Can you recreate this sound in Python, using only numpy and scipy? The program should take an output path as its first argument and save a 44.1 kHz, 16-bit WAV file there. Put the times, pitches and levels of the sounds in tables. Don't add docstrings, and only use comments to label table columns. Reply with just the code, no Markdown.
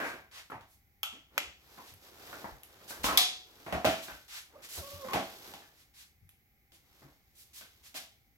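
import sys
import numpy as np
from scipy import signal
from scipy.fft import rfft, irfft, next_fast_len
from scipy.io import wavfile
from scipy.ndimage import uniform_filter1d

SR = 44100
rng = np.random.default_rng(int(sys.argv[2]) if len(sys.argv) > 2 else 0)


def persist_wave(psi):
    counts = np.round(np.clip(psi, -1, 1) * 32767).astype(np.int16)
    wavfile.write(sys.argv[1], SR, np.atleast_2d(counts).T)


N = 369161

# freq_hz, coherence
COHERENCE = [(40, .7), (130, .99), (280, .96), (550, .85), (1100, .45), (2200, .35), (4500, .3),
             (16000, .1)]
# freq_hz, t60_s
GARAGE_DECAY = [(100, 0.2), (400, 0.32), (1000, 0.32), (3000, 0.44), (6500, 0.43), (11000, .29),
                (16000, 0.11)]
# freq_hz, gain_db
AIR_SPECTRUM = [(25, -12.5), (65, 4), (125, -6), (220, -11.5), (350, -16), (680, -26), (790, -12),
                (900, -29), (1750, -22), (2150, -12), (2750, -26.5), (6000, -28), (9300, -35), (12200, -22)]
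# start_s, level_db, hardness_db, chatter_s, resonance_hz
FRAME_KNOCKS = [(0.001, -36.5, -10, 0.065, 1590), (0.044, -43, -9.5, 0.021, 2300),
                (0.5, -48.5, -14, 0.0065, 1300), (0.519, -44, -18, 0.0062, 900),
                (0.61, -66.5, 4, 0.0011, 1050), (1.127, -60, -2, 0.0087, 289),
                (1.777, -52, -16, 0.012, 1011), (2.329, -46, -17, 0.0023, 1425),
                (2.444, -41.5, -30, 0.00047, 906), (2.907, -47, -19, 0.0015, 1570),
                (3.042, -32, -2, 0.0085, 1080), (3.085, -32, -15, 0.0066, 1300),
                (3.125, -37, -6, 0.038, 1025), (3.663, -44, -11, 0.064, 670), (3.725, -34, -9, 0.0098, 701),
                (3.8456, -28.5, -13, 0.0051, 684), (3.8507, -26.5, -4, 0.0043, 621),
                (3.885, -41, 0.5, 0.072, 674), (4.082, -46.5, -5.5, .02, 1514),
                (5.046, -49, -28, 0.014, 483), (5.085, -44, -9, 0.042, 1072),
                (5.1334, -32.5, -3, 0.012, 791), (5.158, -34.5, -18, 0.0021, 652),
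                (5.538, -51.5, 1.5, 0.001, 807), (5.62, -61, -14, .003, 1735),
                (6.72, -71.5, 8, 0.0037, 333), (7.019, -62, -23, 0.042, 287),
                (7.61, -57.5, 5.5, 0.0041, 1515), (7.943, -54, 6, 0.035, 683)]
# low_hz, high_hz
BANDS = [(80, 450), (450, 2000), (2500, 16000)]
# freq_hz, gain_db
FRAME_SPECTRUM = [(25, -33.5), (60, -12), (130, -5), (220, -2.5), (300, -2.5), (420, -6), (650, -2.5),
                  (1100, -4.5), (1600, -6.5), (2400, -8), (4200, -17.5), (9500, -28), (12000, -24),
                  (16000, -28)]
# freq_hz, level_db, t60_s
TUBE_MODES = [(194, -1, .3), (274, -2, .3), (308, -5, .35), (555, -2, .25), (652, -1, .42), (740, -4, .42),
              (815, -4, .35), (955, -6, .25), (1112, -2, .35), (1371, -5, .35), (1540, -6, .35),
              (2310, -5, .3), (2536, -4, .25), (3456, -3, .35)]
# start_s, level_db, swell_s, tilt_db_per_octave
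CLOTH_STROKES = [(0.01, -51, 0.074, 0.5), (0.313, -47.5, 0.07, -3.5), (0.67, -65, 0.064, 5.5),
                 (1.85, -55, 0.041, -1), (2.878, -43, 0.028, 2), (3.033, -31, 0.023, 0),
                 (4.02, -45.5, 0.015, 0.5), (4.28, -43.5, 0.091, -1.5), (4.62, -48.5, 0.028, 0),
                 (4.688, -41.5, 0.084, 2.5), (5.755, -62, 0.054, 0), (5.939, -53.5, 0.071, 0),
                 (6.72, -61.5, 0.031, 1.5), (7.35, -55.5, 0.06, 3.5), (7.532, -48, 0.048, 2),
                 (7.832, -53.5, 0.034, 0.5), (7.947, -40, 0.019, -1)]
# freq_hz, gain_db
CLOTH_SPECTRUM = [(150, -38), (500, -12.5), (1000, -2.5), (2000, 5), (4000, 7), (7000, 3.5), (9500, 0.5),
                  (12500, 2), (16000, -8.5)]
# fastest_s, length_s, roll_db, slide_db
RUB_STROKES = [(0.133, 0.076, -51, -60.5), (1.398, 0.085, -53, -62), (1.794, 0.23, -61, -58),
               (2.06, 0.075, -59, -56.5), (2.328, .26, -51.5, -52.5), (2.825, 0.32, -61.5, -62.5),
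               (3.083, 0.33, -53, -53), (3.7, 0.33, -59.5, -58.5), (4.047, 0.25, -63.5, -54.5),
               (4.6, 0.15, -60.5, -69), (4.783, 0.036, -48, -61), (4.9, 0.11, -77, -48.5),
               (5.19, 0.56, -56, -52), (5.478, 0.082, -54, -54.5), (6.996, 0.22, -69.5, -66),
               (7.7, 0.62, -75.5, -68.5)]
# freq_hz, gain_db
ROLL_SPECTRUM = [(25, -18.5), (70, -3.5), (180, -7.5), (350, 1.5), (600, -2.5), (800, -2.5), (1400, -4.5),
                 (2200, -10), (4000, -18.5), (9000, -45)]
SLIDE_SPECTRUM = [(600, -26.5), (2000, -4), (3300, 1), (5000, 0), (7000, -4), (9500, -9), (11200, -6),
                  (12600, 1), (14000, -9), (16000, -10)]
# start_s, level_db
HARD_TICKS = [(0.505, -63.5), (1.939, -59.5), (2.634, -52.5), (5.555, -64), (6.292, -61.5)]
# freq_hz, gain_db
TICK_SPECTRUM = [(500, -21), (1500, -6), (3000, 2.5), (4500, -8.5), (7000, -7), (9500, -3), (12000, 7),
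                 (16000, -26)]
# start_s, level_db, pitch_hz
FLOOR_BUMPS = [(0.527, -50, 116), (0.602, -56, 94.5), (1.455, -53.5, 64), (1.916, -51, 92),
               (2.443, -51, 77), (2.515, -50, 51), (2.99, -47, 70), (3.035, -39, 50), (3.089, -43.5, 59),
               (3.727, -36, 72.5), (3.849, -37, 74), (4.114, -53, 57), (4.776, -43.5, 81),
               (4.932, -44.5, 89), (5.138, -47, 68), (6.218, -54, 94), (7.03, -52, 138)]
# start_s, level_db, chatter_s, wet_db
LOCK_SNAPS = [(1.0315, -33, 0.0058, -0.5), (1.379, -28, .002, -3), (3.1743, -18, .02, 1.5)]
# freq_hz, gain_db
LEVER_SPECTRUM = [(90, -50), (480, -27), (600, -14), (905, -7), (1040, -13), (1320, -1), (1790, -19),
                  (2600, -2), (3250, 2), (3840, -14), (7470, -15), (10000, -23), (12100, -9), (16000, -24)]
CATCH_SPECTRUM = [(88, -34), (150, -31), (201, -19), (514, -4.5), (578, 6.5), (649, -4), (1600, 3),
                  (1720, 1), (2310, 8.5), (3160, 3.5), (3700, -2.5), (7920, -6.5), (8900, -18),
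                  (11900, -5.5), (16000, -19)]
LATCH_SPECTRUM = [(88, -62), (150, -38), (414, -25.5), (774, -3), (871, -13.5), (1240, -7.5), (1360, -16.5),
                  (1720, -9), (1900, -10), (2220, -5), (3040, -6), (3350, 1.5), (8900, -14), (11700, -7),
                  (16000, -19)]
# freq_hz, level_db, t60_s
LOCK_MODES = [(738, -8, .55), (1335, -5, .38), (2525, -6, .3), (3225, -1, .38), (3331, 0, .45),
              (3459, 0, .42), (3914, 0, .33), (4047, -2, .3), (4096, -2, .3), (4543, -4, .32),
              (6569, -3, .3), (11740, -3, .24)]
# time_s, pitch_hz, fundamental_db, octave_db
TYRE_CHIRP = [(4.53, 464, -81, -75.5), (4.564, 496, -47.5, -57), (4.572, 523.3, -56, -60.5),
              (4.61, 533, -59, -114)]
TYRE_SQUEAL = [(4.78, 719.7, -49, -73), (4.798, 689.7, -56, -62), (4.812, 622, -53, -83),
               (4.834, 549.7, -46.5, -53), (4.982, 584, -52.5, -61.5), (5.044, 516, -41.5, -49.5),
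               (5.078, 522.5, -45, -60), (5.098, 514.1, -64, -46), (5.13, 553, -49, -40.5)]
# freq_hz, left_minus_right_db
PORT_BALANCE = [(45, 1.5), (110, 3), (600, -2.5), (2000, 2), (4000, -0.15), (8000, 0), (13000, -4.5)]

LEFT_LAG_SAMPLES = 7


def amp(db):
    return 10 ** (np.asarray(db) / 20)


def unit_rms(x):
    return x / np.sqrt(np.mean(x ** 2) + 1e-20)


def attack_rms(x):
    return np.sqrt(np.mean(x[:, :round(.025 * SR)] ** 2)) + 1e-12


def lookup(table, hz):
    freq_hz, value = np.transpose(table)
    return np.interp(np.log(hz + 1), np.log(freq_hz + 1), value)


def add(mix, start_s, sound):
    part = mix[:, max(0, round(start_s * SR)):][:, :sound.shape[1]]
    part += sound[:, :part.shape[1]]


def colour(x, spectrum, size=2048):
    log_gain = np.log(amp(lookup(spectrum, abs(np.fft.fftfreq(size, 1 / SR)))))
    taps = np.fft.ifft(np.exp(np.conj(signal.hilbert(log_gain)))).real[:size // 2]
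    return signal.fftconvolve(x, taps[None], axes=1)[:, :x.shape[1]]


def diffuse(count):
    size = next_fast_len(count)
    mid, side = rfft(rng.standard_normal((2, size)))
    coherence = np.clip(lookup(COHERENCE, np.linspace(0, SR / 2, len(mid))), -1, 1)
    mid *= np.sqrt((1 + coherence) / 2)
    side *= np.sqrt((1 - coherence) / 2)
    left, right = irfft(np.array([mid + side, mid - side]), size)[:, :count]
    return np.array([np.roll(left, LEFT_LAG_SAMPLES), right])


def garage_tail(count):
    hz, t, bins = signal.stft(diffuse(count), SR, nperseg=256)
    decay = amp(-60 * t / lookup(GARAGE_DECAY, hz)[:, None])
    tail = signal.istft(bins * decay, SR, nperseg=256)[1][:, :count]
    return tail / np.linalg.norm(tail[0])


def strike(chatter_s, spike, wet_db, modes=(), ring_db=-20, count=28000):
    t = np.arange(count) / SR
    fade = np.exp(-t / chatter_s)
    burst = diffuse(count) * fade
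    burst /= np.linalg.norm(burst[0])
    burst[[0, 1], [LEFT_LAG_SAMPLES, 0]] += spike / (1 + chatter_s / .005)
    tail = amp(wet_db) * garage_tail(count)
    if len(modes):
        arrival_s = t - np.array([[LEFT_LAG_SAMPLES], [0]]) / SR
        ring = sum(amp(db - 60 * t / t60_s) * np.sin(2 * np.pi * (hz * arrival_s + rng.random()))
                   for hz, db, t60_s in modes)
        tail += amp(ring_db) * ring / np.linalg.norm(ring[0])
    return burst + tail * (1 - fade)


def friction(grain_db):
    catches = unit_rms(uniform_filter1d(rng.standard_normal(N), 180))
    return unit_rms(diffuse(N) * amp(grain_db * catches))


def linger(power, keep):
    return signal.lfilter([1 - keep], [1, -keep], power)


def air(level_db=-68.5):
    return amp(level_db) * unit_rms(colour(diffuse(N), AIR_SPECTRUM, size=8192))


def knocks(deck_hz=700, resonance_db=9, log_width=.13, rebound_s=.027, rebound_db=-15):
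    out = np.zeros((2, N))
    grid_hz = np.geomspace(25, 16000, 300)
    bands = [signal.butter(3, band, 'band', fs=SR, output='sos') for band in BANDS]
    for start_s, level_db, hardness_db, chatter_s, hz in FRAME_KNOCKS:
        octaves = np.log2(hz / deck_hz)
        modes = [*TUBE_MODES, (hz, -5 + 8 * octaves, .36)]
        blow = strike(chatter_s, spike=.47, wet_db=4.5, modes=modes, ring_db=-11)
        peak_db = resonance_db / (1 + (np.log(grid_hz / hz) / log_width) ** 2)
        blow = colour(blow, np.c_[grid_hz, lookup(FRAME_SPECTRUM, grid_hz) + peak_db])
        target_db = level_db + np.array([-5 - 3.5 * octaves, 0, hardness_db])
        band_db = 20 * np.log10([attack_rms(signal.sosfilt(band, blow)) for band in bands])
        thud_db, body_db, edge_db = target_db - band_db
        bass_db = thud_db - 6 * max(octaves, 0)
        balance = [(140, bass_db), (300, thud_db), (600, body_db), (1900, body_db), (3300, edge_db)]
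        blow = colour(blow, balance)
        add(out, start_s, blow)
        add(out, start_s + rebound_s, amp(rebound_db) * colour(blow, [(1000, 0), (4000, -9)]))
    return out


def swishes(onset_db=-11, room_t60_s=.33):
    out, t = np.zeros((2, N)), np.arange(N) / SR
    fibres = friction(grain_db=.35)
    for start_s, level_db, swell_s, tilt_db_per_octave in CLOTH_STROKES:
        active = (t > start_s) & (t < start_s + .55)
        past_peak_s = t[active] - start_s - swell_s
        stop_s = .015 + .067 * swell_s
        rise = amp(2 * onset_db * (past_peak_s / swell_s) ** 2)
        fall = np.exp(-(past_peak_s / stop_s) ** 2)
        power = np.where(past_peak_s < 0, rise, fall)
        power += linger(power, keep=amp(-120 / (room_t60_s * SR)))
        spectrum = [(hz, db + tilt_db_per_octave * np.log2(hz / 4000)) for hz, db in CLOTH_SPECTRUM]
        hiss = unit_rms(colour(fibres[:, active], spectrum))
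        out[:, active] += amp(level_db) * hiss * np.sqrt(power / power.max())
    return out


def rubbing(linger_s=.029):
    t, power = np.arange(N) / SR, np.zeros((2, N))
    for fastest_s, length_s, roll_db, slide_db in RUB_STROKES:
        active = abs(t - fastest_s) < 2 * length_s
        stroke = np.exp(-(2 * (t[active] - fastest_s) / length_s) ** 2)
        power[:, active] += amp([[roll_db], [slide_db]]) ** 2 * stroke
    held = linger(power, keep=np.exp(-1 / (linger_s * SR)))
    roll_gain, slide_gain = np.sqrt((power + held) / 2)
    roll = unit_rms(colour(friction(grain_db=1.5), ROLL_SPECTRUM))
    slide = unit_rms(colour(friction(grain_db=1.6), SLIDE_SPECTRUM))
    return roll_gain * roll + slide_gain * slide


def ticks():
    out = np.zeros((2, N))
    for start_s, level_db in HARD_TICKS:
        tick = colour(strike(chatter_s=.0013, spike=.91, wet_db=0), TICK_SPECTRUM)
        add(out, start_s, amp(level_db) * tick / attack_rms(tick))
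    return out


def bumps(skew_rad=.35, skew_hz=68):
    out, t = np.zeros((2, N)), np.arange(SR // 3) / SR
    swell = t / .024 * np.exp(1 - t / .018)
    for start_s, level_db, hz in FLOOR_BUMPS:
        rumble = unit_rms(colour(diffuse(len(t)), [(25, -16), (hz, 0), (170, -8), (500, -50)]))
        offset_rad = np.array([[1], [-1]]) * skew_rad * (skew_hz / hz) ** 2
        push = np.sin(2 * np.pi * hz * t + offset_rad)
        add(out, start_s, amp(level_db) * swell * (push + .44 * rumble))
    return out


def lock(ring_db=-10, echoes_db=-1):
    out = np.zeros((2, N))
    spectra = LEVER_SPECTRUM, CATCH_SPECTRUM, LATCH_SPECTRUM
    for (start_s, level_db, chatter_s, wet_db), spectrum in zip(LOCK_SNAPS, spectra):
        crack = strike(chatter_s, spike=1.2, wet_db=wet_db, modes=LOCK_MODES, ring_db=ring_db + wet_db)
        echoes = amp(echoes_db) * strike(chatter_s=.007, spike=0, wet_db=-17.5)
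        snap = colour(crack + echoes, spectrum)
        add(out, start_s, amp(level_db) * snap / attack_rms(snap))
    return out


def tyre(curve, waver_share, gain_db=-1.5, fade_s=.0055, wet_db=-8):
    t = np.arange(N) / SR
    time_s, *columns = np.transpose(curve)
    pitch_hz, fundamental_db, octave_db = (np.interp(t, time_s, column) for column in columns)
    waver = unit_rms(uniform_filter1d(rng.standard_normal(N), 300))
    phase = 2 * np.pi * np.cumsum(pitch_hz * (1 + waver_share * waver)) / SR
    tone = amp(fundamental_db) * np.sin(phase) + amp(octave_db) * np.sin(2 * phase)
    gate = np.clip(np.minimum(t - time_s[0], time_s[-1] - t) / fade_s + 1, 0, 1)
    squeal = np.sqrt(2) * amp(gain_db) * tone * gate
    room = amp(wet_db) * garage_tail(24000)
    room[[0, 1], [LEFT_LAG_SAMPLES, 0]] += 1
    return signal.oaconvolve(squeal[None], room, axes=1)[:, :N]


def scene():
    handling = air() + knocks() + swishes() + rubbing() + ticks() + bumps() + lock()
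    return handling + tyre(TYRE_CHIRP, waver_share=.067) + tyre(TYRE_SQUEAL, waver_share=.0163)


def record(dry):
    ceiling, cutoff_hz = .8, 16200
    left = colour(dry[:1], [(hz, db / 2) for hz, db in PORT_BALANCE])
    right = colour(dry[1:], [(hz, -db / 2) for hz, db in PORT_BALANCE])
    clipped = ceiling * np.tanh(np.vstack([left, right]) / ceiling)
    lowpass = signal.firwin(401, cutoff_hz, window=("kaiser", 9), fs=SR)
    return signal.oaconvolve(clipped, lowpass[None], "same")


dry = scene()
out = record(dry)
persist_wave(out)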